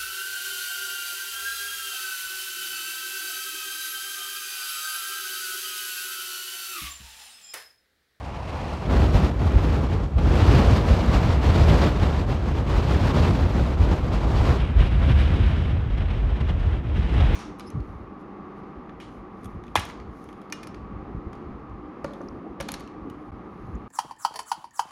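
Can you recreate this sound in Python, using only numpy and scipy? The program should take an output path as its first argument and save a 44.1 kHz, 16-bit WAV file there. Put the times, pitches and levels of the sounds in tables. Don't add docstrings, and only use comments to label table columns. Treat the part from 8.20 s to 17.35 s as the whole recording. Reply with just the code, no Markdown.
import sys
import numpy as np
from scipy import signal
from scipy.fft import rfft, irfft
from scipy.io import wavfile
from scipy.ndimage import uniform_filter1d

SR = 44100
rng = np.random.default_rng(int(sys.argv[2]) if len(sys.argv) > 2 else 0)


def bounce(signal):
    frames = np.transpose(np.atleast_2d(signal))
    limited = np.clip(frames, -1, 1)
    pcm = np.round(limited * 32767).astype(np.int16)
    wavfile.write(sys.argv[1], SR, pcm)


N = 403515


def from_db(db):
    return 10 ** (np.asarray(db) / 20)


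def rms_one(x):
    return x / np.sqrt(np.mean(x ** 2) + 1e-20)


def in_time(rows, column=1):
    rows = np.array(rows)
    return np.interp(np.arange(N) / SR, rows[:, 0], rows[:, column])


def at_hz(rows, hz):
    rows = np.array(rows)
    return np.interp(np.log(hz), np.log(rows[:, 0]), rows[:, 1])


def band_db(colour, low, high):
    hz = np.arange(low, high, 5.)
    return 10 * np.log10(np.sum(from_db(2 * at_hz(colour, hz))))


def drift(rate_hz):
    pole = np.exp(-80 * np.pi * rate_hz / SR)
    slow = signal.lfilter([1], [1, -2 * pole, pole * pole], rng.standard_normal(N // 40 + 2002))[2000:]
    return np.interp(np.arange(N) / 40, np.arange(len(slow)), rms_one(slow))


def flicker(rate_hz, trend_s):
    wobble = drift(rate_hz)
    return rms_one(wobble - uniform_filter1d(wobble, int(trend_s * SR)))


def humps(middles, lengths, heights, rise=1.):
    t = np.arange(0, N, 40) / SR
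    x = 2 * (t - np.reshape(middles, (-1, 1))) / np.reshape(lengths, (-1, 1))
    bells = np.exp(-np.where(x < 0, x / rise, x) ** 2)
    return np.interp(np.arange(N) / SR, t, np.asarray(heights) @ bells)


def microphone_hiss(level_db):
    return from_db(level_db) * rng.standard_normal(N)


# (t/s, fade/s)
MOVES = [(.66, 0.047), (6.382, 0.024)]


def spots():
    t = np.arange(N) / SR
    to_ridge, to_slope = [np.clip((t - when) / fade + .5, 0, 1) for when, fade in MOVES]
    return np.array([1 - to_ridge, to_ridge - to_slope, to_slope])


# (t/s, level/dB)
GUSTS = [(0, -48.5), (.25, -48), (.29, -44.5), (.5, -44), (.66, -45.5), (.76, -36.5), (1.05, -36),
         (1.25, -42), (1.55, -42), (1.8, -47), (1.96, -54.5), (1.99, -44.5), (2.14, -36), (2.4, -33),
         (2.6, -37.5), (3.1, -38.5), (3.4, -33), (3.69, -34.5), (3.73, -43), (4.0, -39.5), (4.25, -45),
         (4.72, -37), (5.05, -35.5), (5.15, -41), (5.9, -45), (6.29, -37.5), (6.5, -43.5), (6.9, -40),
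         (7.2, -39), (7.65, -47), (8.5, -46), (8.92, -43), (8.96, -38.5), (9.15, -40)]
# (t/s, dip/dB, length/s)
LULLS = [(0.59, 1.5, .05), (0.916, 6, 0.12), (1.142, 10, 0.12), (1.657, 1, 0.13), (2.83, 2.5, 0.036),
         (3.206, 8, 0.068), (3.323, 4, 0.044), (3.458, 3, 0.059), (4.059, 9, 0.057), (4.19, 4.5, 0.056),
         (4.454, 6, .07), (4.67, 3, 0.041), (4.786, 4, 0.054), (4.932, 5.5, 0.04), (5.562, 6, 0.03),
         (6.555, 2.5, .06), (6.694, 4, 0.044), (7.67, 2, .06), (8.246, 2.5, .05), (8.355, 3, 0.044),
         (8.632, 8, 0.12), (8.724, 3.5, .05)]
# (t/s, peak level/dB, length/s)
PUFFS = [(0.69, -28, 0.035), (0.94, -19.5, 0.045), (1.197, -42, 0.025), (1.432, -23.5, 0.03),
         (1.533, -26, 0.05), (1.726, -29.5, 0.051), (1.982, -24, 0.013), (2.68, -19.5, 0.065),
         (2.928, -18.5, 0.055), (3.23, -24, 0.057), (3.815, -21.5, 0.045), (4.086, -24.5, 0.056),
         (5.38, -30, 0.073), (5.607, -26.5, 0.056), (5.705, -24, 0.045), (5.922, -24, 0.05),
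         (6.257, -23.5, 0.045), (6.397, -24, 0.027), (6.585, -21, 0.083), (6.657, -22, 0.029),
         (6.82, -29, .03), (6.89, -20, .04), (6.99, -24, .04), (7.13, -26.5, 0.081), (7.308, -29, 0.022),
         (7.775, -25, 0.017), (7.903, -23.5, 0.017), (8.094, -31, 0.028), (8.203, -23.5, 0.02),
         (8.289, -23, 0.022), (8.395, -30, 0.012), (8.764, -25.5, 0.021)]


def gust_db(flutter_db, sway_db, crest_db, puff_rise):
    t, dip_db, length = np.transpose(LULLS)
    level = in_time(GUSTS) - humps(t, length, dip_db)
    level += sway_db * flicker(12.2, trend_s=0.14) + flutter_db * flicker(76, trend_s=0.041)
    t, peak_db, length = np.transpose(PUFFS)
    power = from_db(2 * (peak_db - crest_db))
    puffs = humps(t + puff_rise * length / 2, length, power, puff_rise)
    return 10 * np.log10(from_db(2 * level) + puffs)


RUMBLE, ROAR, MIDS, TREBLE = range(4)
# (rumble level/dB, roar level/dB, mids boost/dB, treble boost/dB)
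SPOT_LEVELS = [(-30.5, -34, -0.5, 3), (-21, -27, -0.2, -1.7), (-19.5, -30.5, 1, 1.5)]
# (rumble/dB, roar/dB, mids/dB, treble/dB)
GROWTH = (0.41, 0.73, 0.072, 0.6)


def follow_gust(gust, part, lag_s=0.026):
    excess_db = uniform_filter1d(gust, int(lag_s * SR)) + 40
    return np.array(SPOT_LEVELS)[:, part] @ spots() + GROWTH[part] * excess_db


# (f/Hz, relative level/dB)
ROCKS = [(110, 2), (200, -1), (420, -10), (850, -11.5), (1150, -17.5), (1350, -23.2), (1950, -27),
         (2650, -26), (3300, -34), (4600, -35.5), (7000, -46), (10000, -53.5), (15500, -67.3)]
RIDGE = [(110, -4), (150, -7), (300, -12.5), (600, -16), (1150, -20), (1600, -27), (3000, -32.5),
         (4300, -37), (6000, -44.5), (7000, -47), (8200, -51), (10200, -58), (12300, -55), (15500, -71.6)]
SLOPE = [(110, -13), (160, -5.5), (260, -12), (500, -20.5), (900, -26), (1800, -30), (3300, -33.5),
         (3800, -40.5), (4500, -49), (5500, -49.5), (6500, -59.5), (9500, -61.5), (12000, -71.4),
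         (15500, -90)]
# (f/Hz, boost/dB for each dB of gust)
BRIGHTENING = [(500, -0.28), (1000, -0.25), (2500, 0.03), (5000, 0.24), (12000, -0.51)]
# (t/s, roar boost/dB, mids boost/dB, treble boost/dB)
TONE_CHANGES = [(0, -2, 0.54, 0), (.9, 1.5, 0.094, 2), (1.5, 0.6, 0.19, 1), (2.2, 1.7, -0.16, .3),
                (3.0, 0, 0.071, 0.5), (4.0, -0.4, 0, -.3), (4.8, -0.5, -0.36, 0.5), (5.6, 1.5, -0.59, 1),
                (6.2, -1.2, 1.1, -.6), (6.5, -0.5, 0, 2), (7.0, -0.2, -0.11, 2.5), (7.7, -1, 0.23, -2.5),
                (8.6, 0, 0.39, 0), (9.15, 0, 0, .6)]


def rush(gust, patchy_db, patch_hz, roar_sway_db, roar_top_hz=243, hiss_bottom_hz=900):
    places = list(zip(spots(), (ROCKS, RIDGE, SLOPE)))
    roar, mids, treble = [follow_gust(gust, part) + in_time(TONE_CHANGES, part)
                          for part in (ROAR, MIDS, TREBLE)]
    roar += roar_sway_db * flicker(11.0, trend_s=0.23)
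    usual_gust = sum(here * np.average(gust, weights=here) for here, _ in places)
    soften = signal.butter(2, 3000, fs=SR, output="sos")
    noise = signal.sosfilt(soften, rng.standard_normal((2, N)))
    edges = 125 * 2 ** np.arange(0, 7.2, 1 / 4)
    patches = drift(patch_hz)
    out = np.zeros(N)
    for k, (low, high) in enumerate(zip(edges, edges[1:])):
        hz = np.sqrt(low * high)
        band_pass = signal.butter(3, [low, high], "band", fs=SR, output="sos")
        band = rms_one(signal.sosfilt(band_pass, noise[k % 2]))
        colour = sum(here * band_db(tone, low, high) for here, tone in places)
        roar_db = roar + colour - sum(here * band_db(tone, 150, 500) for here, tone in places)
        hiss_db = gust + colour - sum(here * band_db(tone, 1500, 7000) for here, tone in places)
        hiss_db += at_hz(BRIGHTENING, hz) * (gust - usual_gust)
        hiss_share = np.clip(np.log(hz / roar_top_hz) / np.log(hiss_bottom_hz / roar_top_hz), 0, 1)
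        level = (1 - hiss_share) * roar_db + hiss_share * hiss_db
        level += mids * np.exp(-np.log2(hz / 800) ** 2)
        level += treble * np.clip(np.log2(hz / 6000), 0, 1)
        patches = 0.92 * patches + 0.63 * drift(patch_hz)
        out += band * from_db(level + patchy_db * patches)
    return out


# (f/Hz, relative level/dB)
RUMBLE_COLOUR = [(13, -39), (22, -34), (43, 1.5), (65, 4.5), (84, 1), (170, -17.5), (220, -58), (370, -120)]
# (t/s, boost/dB)
DEEP_BASS = [(0, -9), (.9, -2), (1.8, 8.5), (2.5, -6.5), (5.0, -4.5), (5.7, 1.5), (7.2, -2), (9.15, 5.5)]
# (t/s, length/s, level/dB)
THUMPS = [(0.53, 0.022, -25), (0.706, 0.014, -22), (0.817, 0.11, -16), (0.951, 0.0097, -4.5),
          (1.037, 0.025, -15.0), (1.25, 0.069, -19), (1.358, 0.017, -5), (1.493, 0.038, -18),
          (1.604, 0.023, -30), (1.756, 0.03, -22), (1.965, 0.016, -13), (2.063, 0.047, -14.5),
          (2.12, 0.034, -18), (2.228, 0.018, -11.5), (2.293, 0.037, -10), (2.36, 0.026, -11),
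          (2.476, 0.024, -11), (2.523, 0.02, -7), (2.719, 0.03, -9.5), (2.891, 0.019, -11),
          (2.949, 0.029, -8), (3.097, 0.018, -15.0), (3.175, 0.025, -14.0), (3.287, 0.052, -13.5),
          (3.413, 0.044, -12), (3.506, 0.094, -13.5), (3.816, 0.022, -15), (3.871, 0.023, -20),
          (4.56, 0.058, -16), (4.763, 0.024, -18), (4.832, 0.023, -13), (4.998, 0.048, -16),
          (5.106, 0.034, -17.0), (5.233, 0.05, -15.5), (5.42, 0.027, -17.0), (5.602, 0.055, -11),
          (5.72, 0.044, -17.5), (6.054, 0.024, -21), (6.148, 0.027, -15), (6.21, 0.025, -14.0),
          (6.306, 0.035, -13), (6.592, 0.056, -9.5), (6.76, 0.042, -13.5), (6.94, 0.18, -15),
          (7.236, 0.084, -16.5), (7.388, 0.031, -24), (7.537, 0.021, -17), (7.727, 0.03, -22),
          (8.04, 0.03, -17), (8.133, 0.029, -21.5), (8.216, 0.025, -18.0), (8.32, 0.038, -22),
          (8.413, 0.028, -21), (8.479, 0.015, -13), (8.768, 0.019, -22), (8.966, 0.025, -19),
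          (9.026, 0.088, -16), (9.118, 0.045, -18.5)]
# (t/s, dip/dB); a negative dip lifts it
GAPS = [(1.01, 17), (1.082, 10), (1.898, 13), (2.836, 13), (2.929, 13), (3.245, 4), (3.722, -2), (4.791, 6),
        (4.941, 13), (5.581, 14), (5.763, 18), (6.473, 8), (7.176, 14), (8.189, 19), (8.626, 10),
        (8.886, 11)]


def rumble(gust, evenness, even_s, lumpy_db, wander_db, deep_hz=57.6, gap_s=0.032):
    hz = np.maximum(np.arange(N // 2 + 1) * SR / N, 1)
    band_pass = 1 / (1 + (hz / 190) ** 12) / (1 + (20 / hz) ** 8)
    spectrum = rfft(rng.standard_normal(N)) * from_db(at_hz(RUMBLE_COLOUR, hz)) * band_pass
    deep_share = 1 / (1 + (hz / deep_hz) ** 8)
    deep_gain = from_db(in_time(DEEP_BASS) + wander_db * drift(1.4))
    noise = rms_one(irfft(spectrum * (1 - deep_share), N) + deep_gain * irfft(spectrum * deep_share, N))
    width = int(even_s * SR)
    swell = uniform_filter1d(uniform_filter1d(noise ** 2, width), width)
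    steady = rms_one(noise / (swell + .05) ** (evenness / 2))
    power = from_db(2 * (follow_gust(gust, RUMBLE) + lumpy_db * flicker(18.4, trend_s=0.094)))
    t, length, level_db = np.transpose(THUMPS)
    power += humps(t, length, from_db(2 * level_db))
    t, dip_db = np.transpose(GAPS)
    power *= from_db(-2 * humps(t, gap_s, dip_db))
    return np.sqrt(power) * steady


def scene():
    gust = gust_db(flutter_db=0.78, sway_db=0.76, crest_db=16.5, puff_rise=0.63)
    wind = rumble(gust, evenness=0.85, even_s=0.021, lumpy_db=1.5, wander_db=1.1)
    wind += rush(gust, patchy_db=0.56, patch_hz=13.5, roar_sway_db=0.72)
    return (wind + microphone_hiss(level_db=-83))[None]


def record(dry):
    thinned = signal.sosfilt(signal.butter(4, 35, "high", fs=SR, output="sos"), dry)
    rounded = 1.21 * np.tanh(thinned / 1.208)
    return signal.sosfilt(signal.ellip(10, .5, 70, 15600, fs=SR, output="sos"), rounded)


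dry = scene()
out = record(dry)
bounce(out)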